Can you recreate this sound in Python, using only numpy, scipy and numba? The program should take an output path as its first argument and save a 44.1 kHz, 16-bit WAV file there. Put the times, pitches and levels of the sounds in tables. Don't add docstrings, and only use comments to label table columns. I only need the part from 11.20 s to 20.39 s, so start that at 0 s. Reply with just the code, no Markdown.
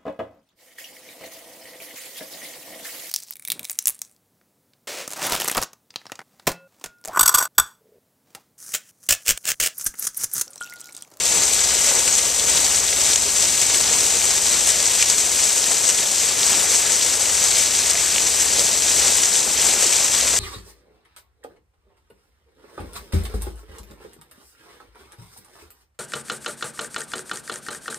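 import sys
import numpy as np
from scipy import signal
from scipy.fft import rfft, irfft, next_fast_len
from scipy.io import wavfile
from scipy.ndimage import uniform_filter1d
from numba import njit

SR = 44100
rng = np.random.default_rng(int(sys.argv[2]) if len(sys.argv) > 2 else 0)


def transcribe(u):
    v = np.clip(np.atleast_2d(u).T, -1, 1)
    q = np.round(v * 32767).astype(np.int16)
    wavfile.write(sys.argv[1], SR, q)


def level_to_linear(level):
    exponent = np.asarray(level, float) / 20
    return 10 ** exponent


N = 405274
SIZE = next_fast_len(N)
T, HZ = np.arange(N) / SR, np.fft.rfftfreq(SIZE, 1 / SR)


def colour(points):
    hz, db = np.transpose(points)
    return level_to_linear(np.interp(np.log(HZ + 1), np.log(hz), db))


def walk(rate):
    hold = int(SR / 16 / rate)
    t = T[::16]
    levels = np.repeat(rng.standard_normal(len(t) // hold + 1), hold)
    drift = uniform_filter1d(uniform_filter1d(levels, hold), hold)[:len(t)]
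    return np.interp(T, t, drift / drift.std())


def swells(table):
    t = T[::64]
    bells = sum(db * np.exp(-.5 * ((t - s) / width) ** 2) for s, db, width in table)
    return np.interp(T, t, bells)


def tone(hz):
    return np.sin(2 * np.pi * np.cumsum(hz) / SR)


# [f/Hz, level/dB]
TOWN_COLOUR = [(20, -34), (35, -21), (55, -7), (100, -2.5), (200, 0.5), (350, -3), (700, -26), (1500, -40)]
# [t/s, level/dB, width/s]
BASIN_CHURN = [(0.055, -3.0, 0.035), (0.18, 3.9, 0.043), (0.713, 2.6, 0.07), (1.083, -1, 0.1),
               (1.402, 3.5, 0.12), (1.686, -3.0, 0.02), (2.355, -1.3, 0.069), (2.709, 3.5, 0.092),
               (2.948, 1, 0.02), (3.228, -2, 0.03), (3.836, -4, 0.081), (4.31, -2.8, 0.1),
               (4.505, 4, 0.017), (4.58, -3, 0.02), (4.954, -3, 0.048), (5.393, 2.7, 0.084),
               (6.58, -0.5, 0.1), (6.879, -3, 0.029), (7.159, -3, 0.04), (7.403, 3, 0.072),
               (7.847, 1.8, 0.1), (8.346, -2.6, 0.02), (8.546, 3.0, 0.09), (9.034, 2, 0.06)]


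def town_rumble():
    rumble = irfft(rfft(rng.standard_normal(SIZE)) * colour(TOWN_COLOUR), SIZE)[:N]
    level_db = 1 - 46.5 + .8 * walk(5) + .9 * swells(BASIN_CHURN)
    return rumble / rumble.std() * level_to_linear(level_db)


# [t/s, turning rate f/Hz]
ENGINE_SPEED = [
    (0, 39.5),
    (2.5, 41.67),
    (6, 50),
    (8, 53.2),
    (9.19, 53.2),
]
# [f/Hz, level/dB]
EXHAUST_PIPE = [(41, -55), (54, -80), (81, -66), (87, -55.5), (102, -56), (106, -63), (125, -53),
                (138, -73)]


def far_engine():
    speed = np.interp(T, *np.transpose(ENGINE_SPEED))
    turn = 2 * np.pi * np.cumsum(speed) / SR
    pipe_hz, pipe_db = np.transpose(EXHAUST_PIPE)
    out = np.zeros(N)
    for order in (1, 2, 3):
        order_db = np.interp(np.log(order * speed), np.log(pipe_hz), pipe_db)
        out = out + level_to_linear(order_db + 5.0 + 0.93 * walk(2.54)) * np.sin(order * turn)
    return out


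# [t/s, level/dB, width/s]
LOWER_PUMP_LOAD = [(0.1, -9.1, 0.08), (0.499, 8.4, 0.11), (1.522, 6.6, 0.34), (2.365, -10.9, 0.08),
                   (3.457, 6, 0.12), (4.914, -5.4, 0.08), (4.969, -12.7, 0.3), (5.128, 5.8, 0.08),
                   (5.842, -7, 0.062), (6.395, -8.8, 0.08), (8.166, -5.0, 0.08), (8.446, 3, 0.071),
                   (8.72, -5.7, 0.08), (9.079, 11, 0.08)]
# [t/s, level/dB, width/s]
HIGHER_PUMP_LOAD = [(0.688, -7.5, 0.08), (1.422, -4.4, 0.08), (2.659, 4.5, 0.3), (3.642, -5.5, 0.08),
                    (4.61, -13.6, 0.2), (6.57, 3, 0.43), (7.533, -7, 0.08), (7.533, 5.3, 0.3),
                    (7.852, 3.8, 0.12), (8.156, -7.5, 0.08), (8.401, 8, 0.08), (8.64, -7, 0.3)]


def pumps():
    low_hz = 50 * (1 + 0.0073 * walk(1.6))
    out = level_to_linear(-56 - 2 * T + 2.7 * walk(3.1) + 4.0) * tone(low_hz)
    slowing = 1 / (1 + np.exp((6.9 - T) / 0.51))
    # (pitch Hz, level dB, load, late sag Hz)
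    for hz, db, load, sag_hz in ((61.3, -51, LOWER_PUMP_LOAD, 0.78), (77.3, -50, HIGHER_PUMP_LOAD, 5.5)):
        pitch_hz = (hz - sag_hz * slowing) * (1 + 0.0121 * walk(3))
        out = out + level_to_linear(db + swells(load) + 3.5) * tone(pitch_hz)
    return out


@njit
def grains(start, hz, cycles, size, glide, place, places):
    out = np.zeros((places, N + 4096))
    for j in range(len(start)):
        steps = min(int(cycles * SR / hz[j]), 4000)
        ring = np.exp(2j * np.pi * hz[j] / SR - 5 / steps)
        bend = np.exp(2j * np.pi * hz[j] * glide / SR / steps)
        z, rise, quick = size[j] + 0j, 1., np.exp(-4 * hz[j] / SR)
        for i in range(steps):
            out[place[j], start[j] + i] += z.imag * (1 - rise)
            z *= ring
            ring *= bend
            rise *= quick
    return out[:, :N]


def drops(layer, flow_db, shared, count=5):
    rate, lo_hz, hi_hz, cycles, scatter_db, surge_db, glide, db = layer
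    when, pitch, rarity, sign, where = rng.random((int(rate * N / SR), 5)).T
    start = (when * N).astype(np.int64)
    hz = lo_hz * (hi_hz / lo_hz) ** pitch
    patches = np.array([walk(40) for _ in range(count)])[(pitch * count).astype(int), start]
    big_db = np.minimum(-scatter_db * np.log(rarity), 13)
    size = hz * level_to_linear(big_db + surge_db * (shared[start] + 1.62 * patches)) * np.sign(sign - .5)
    place = (where * count).astype(np.int64)
    rain = grains(start, hz, float(cycles), size, float(glide), place, count)
    return rain / np.sqrt(np.mean(rain.sum(0) ** 2)) * level_to_linear(flow_db + db)


def hits(s, db, hz, cycles, parts, count=5):
    late_s, part_db = np.transpose(parts)
    place = np.repeat((np.arange(len(s)) + count // 2) % count, len(parts))
    shift = 1 + 0.165 * rng.standard_normal((len(s), len(parts))) * (part_db < -2)
    start = ((s[:, None] + late_s) * SR).astype(np.int64)
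    pitch_hz = hz[:, None] * shift
    size = level_to_linear(db[:, None] + part_db)
    return grains(start.ravel(), pitch_hz.ravel(), 1. * cycles, size.ravel(), 0.021, place, count)


# [t/s, peak level/dB, f/Hz]
BUBBLE_GULPS = [(0.13, -24, 450), (0.557, -25, 471), (0.674, -26, 576), (0.708, -19, 476),
                (0.769, -23, 540), (0.863, -24, 468), (1.266, -22.5, 471), (1.399, -29, 577),
                (2.232, -19, 740), (2.649, -22, 829), (2.748, -25, 479), (2.946, -20, 495),
                (3.106, -18, 751), (3.546, -21, 538), (4.503, -17, 754), (4.836, -21, 627),
                (5.399, -27, 479), (6.743, -20, 700), (7.4, -22, 540), (7.849, -25, 447), (8.263, -26, 430),
                (8.4, -23, 471), (8.444, -18, 759), (8.628, -18, 498), (8.659, -20, 353), (9.031, -20, 550)]


def gulps():
    s, db, hz = np.transpose(BUBBLE_GULPS)
    return hits(s, db - 5.5, hz, 17, [(0, -1), (.006, -4.5), (.017, -4.5)])


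# [t/s, peak level/dB, f/Hz]
WATER_SLAPS = [(0.3356, -12, 3720), (0.877, -13, 2580), (0.952, -5, 6210), (1.196, -9, 3920),
               (1.5444, -12, 4410), (1.9325, -11, 3140), (1.9579, -8, 3200), (2.2235, -8, 4410),
               (3.016, -13, 2510), (3.266, -11, 4720), (3.471, -14, 3530), (3.6017, -7, 4690),
               (3.8254, -3.5, 2600), (3.899, -0.5, 4800), (4.4408, -12, 3820), (4.7877, -12, 3840),
               (5.231, -5, 3700), (5.7194, -9, 4060), (6.2394, -7, 6320), (6.5166, -13, 4440),
               (6.551, -8, 4260), (6.7111, -8, 4910), (6.9606, -7, 3170), (6.981, -7, 2680),
               (7.3936, -3, 4540), (8.0324, -10, 2740), (8.1549, -10, 3470), (8.736, -16, 2500),
               (8.9486, -10, 3300), (9.0109, -9, 4870)]


def slaps():
    when, level, pitch = rng.random((3, 30))
    lesser = [when * T[-1], -15.5 + 5 * (2 * level - 1), 2200 + 2800 * pitch]
    s, db, hz = np.hstack([np.transpose(WATER_SLAPS), lesser])
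    return hits(s, db + 4, hz, 5.2, [(0, -35), (.0009, 2.5), (.0026, -8)])


# [t/s, peak level/dB]
NEAR_TICKS = [(0.3331, -1), (0.405, 0), (0.9263, -1), (1.1957, -3), (1.2945, -1), (1.5604, -1),
              (1.6008, -5), (1.958, 3.5), (2.2488, -3), (2.4149, -4), (2.5561, -9), (2.7277, 0), (3.489, 0),
              (3.5176, -2), (3.675, -1), (3.8249, 2.5), (3.899, 0), (3.9814, -3), (4.3131, -8.5),
              (4.6773, -4), (5.3288, -3), (5.7204, -1), (6.5889, -3), (6.7057, 0), (7.3931, -5),
              (8.034, -1), (8.0556, -1), (8.6662, -4), (8.845, -1), (4.2393, -1)]


def ticks():
    when, level = rng.random((2, 30))
    s, db = np.hstack([np.transpose(NEAR_TICKS), [when * T[-1], -13.5 + 5 * (2 * level - 1)]])
    hz = 6000 + 2500 * rng.random(len(s))
    return hits(s, db - 8, hz, 7.2, [(.0003, -3.5), (.0009, 4), (.0018, -2), (.003, -2), (.0046, -4)])


# [rate/(1/s), lowest f/Hz, highest f/Hz, ring/cycles, size scatter/dB, surge/dB, glide/share, level/dB]
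ROAR_DROPS = (3500.5, 213, 1596, 7, 2.5, 0.4, -0.2, -1)
SPLASH_DROPS = (7999, 1498, 4800, 4, 2, 1.25, -0.05, -3)
PLINK_DROPS = (499, 798, 6000, 17, 3, .5, 0.04, -9)
SPRAY_DROPS = (12003, 4002, 9500, 2.5, 2.5, 0.98, 0.4, -5)
MIST_DROPS = (11998, 9000, 15000, 3.5, 0, -0.7, 1.3, -12)
# [t/s, level/dB, width/s]
SHEET_SURGES = [(0.414, 0, 0.015), (0.683, 3.3, 0.025), (0.878, 3, 0.011), (1.292, 1.2, 0.013),
                (1.377, 1.8, 0.07), (1.556, 1.5, 0.015), (1.901, 2.5, 0.043), (1.961, -2, 0.013),
                (2.235, 2.3, 0.015), (2.42, 3, 0.015), (2.554, 3.2, 0.015), (2.749, 1, 0.062),
                (3.298, 2.2, 0.021), (3.372, 1.5, 0.014), (3.492, 4, 0.013), (3.806, 3.5, 0.02),
                (3.901, 1.2, 0.017), (4.694, 3, 0.0099), (5.298, 2.5, 0.063), (5.532, 3.5, 0.025),
                (6.196, 1, 0.045), (6.395, 2.5, 0.035), (7.219, 3, 0.018), (7.393, 2, 0.015),
                (7.912, 1.7, 0.15), (8.037, 0.5, 0.012), (8.511, 2.7, 0.11), (8.985, 2.5, 0.031)]
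# [t/s, level/dB, width/s]
FALL_LULLS = [(0.035, -2, 0.025), (0.559, -0.5, 0.07), (1.137, -3, 0.07), (1.252, -2, 0.014),
              (1.626, -2, 0.028), (1.751, -1.8, 0.025), (2.0, -2, 0.015), (2.06, -1.2, 0.07),
              (2.484, -1.0, 0.025), (3.208, -3, 0.028), (3.432, -1.0, 0.023), (3.861, -2.5, 0.017),
              (3.956, -2.5, 0.015), (4.066, -2.2, 0.048), (4.45, -1, 0.12), (4.615, -3, 0.015),
              (4.904, -2, 0.079), (5.143, -4, 0.015), (5.971, -3, 0.015), (6.49, -2.5, 0.015),
              (6.75, -1.2, 0.015), (7.129, -2, 0.015), (7.283, -2, 0.015), (7.548, -1.2, 0.07),
              (8.107, -3.5, 0.02), (8.286, -3.5, 0.044), (8.566, -3, 0.02), (8.9, -2.3, 0.018)]


def falling_water():
    flow_db = swells(SHEET_SURGES + FALL_LULLS)
    flurry = 0.48 * walk(70) + 0.91 * walk(170)
    shared = 0.84 * (flurry - uniform_filter1d(flurry, size=SR // 16))
    shared = np.clip(shared + 0.28 * shared ** 2, -3, 3.5)
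    spray_db, splash_db, roar_db = -20, -27.5, -34.5
    water = drops(ROAR_DROPS, roar_db + 1.04 * swells(BASIN_CHURN) + 0.38 * walk(25), 0.31 * shared)
    water = water + drops(SPLASH_DROPS, splash_db + flow_db + 0.42 * walk(15), shared)
    water = water + drops(PLINK_DROPS, splash_db + flow_db, shared)
    water = water + drops(SPRAY_DROPS, spray_db + 0.73 * flow_db, shared)
    return water + drops(MIST_DROPS, spray_db + 3 + 0.52 * flow_db, shared)


# [f/Hz, level/dB]
WATER_COLOUR = [(150, -6), (300, -4), (450, 3), (800, 0), (1300, -3.5), (2200, .5), (4000, 0),
                (8000, -1.13), (11000, 0.9), (13500, 7.5)]


def fountain():
    water = gulps() + slaps() + ticks() + falling_water()
    spectra = rfft(water, SIZE) * colour(WATER_COLOUR)
    lag_s = (17.4 + 18.7 * np.linspace(-np.sqrt(2), np.sqrt(2), len(water))) / 880000.0
    left = sum(x * np.exp(-2j * np.pi * HZ * t) for x, t in zip(spectra, lag_s))
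    return irfft(np.array([left, spectra.sum(0)]), SIZE)[:, :N]


def scene():
    street = town_rumble() + far_engine() + pumps()
    return street + fountain()


def top_cut(x):
    return signal.sosfilt(signal.butter(12, 15480, fs=SR, output="sos"), x)


# [f/Hz, sharpness]
PORT_RINGS = [(7843, 7.83), (6420, 6.77)]


def record(dry):
    left, right = (x / (1 - (HZ / hz) ** 2 + 1j * HZ / hz / sharpness)
                   for x, (hz, sharpness) in zip(rfft(dry, SIZE), PORT_RINGS))
    right = right * level_to_linear(7.7 * np.exp(-((HZ - 10300) / 1600) ** 2) - 20.6 * (HZ / 13000) ** 2.21)
    mid = (left + right) / 2
    side = (left - right) / 2 * (0.088 + 0.84 / (1 + (5700 / (HZ + 1)) ** 16))
    thin = 0.933 * HZ / (HZ - 42j) + 0.017 * HZ / (HZ + 300)
    out = irfft(np.array([(mid + side) * thin, mid - side]), SIZE)[:, :N]
    top = signal.ellip(14, .3, 70, 14165, fs=SR, output="sos")
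    mix = signal.sosfilt(top, np.clip(out, -.86, .86))
    return top_cut(mix)


dry = scene()
out = record(dry)
transcribe(out)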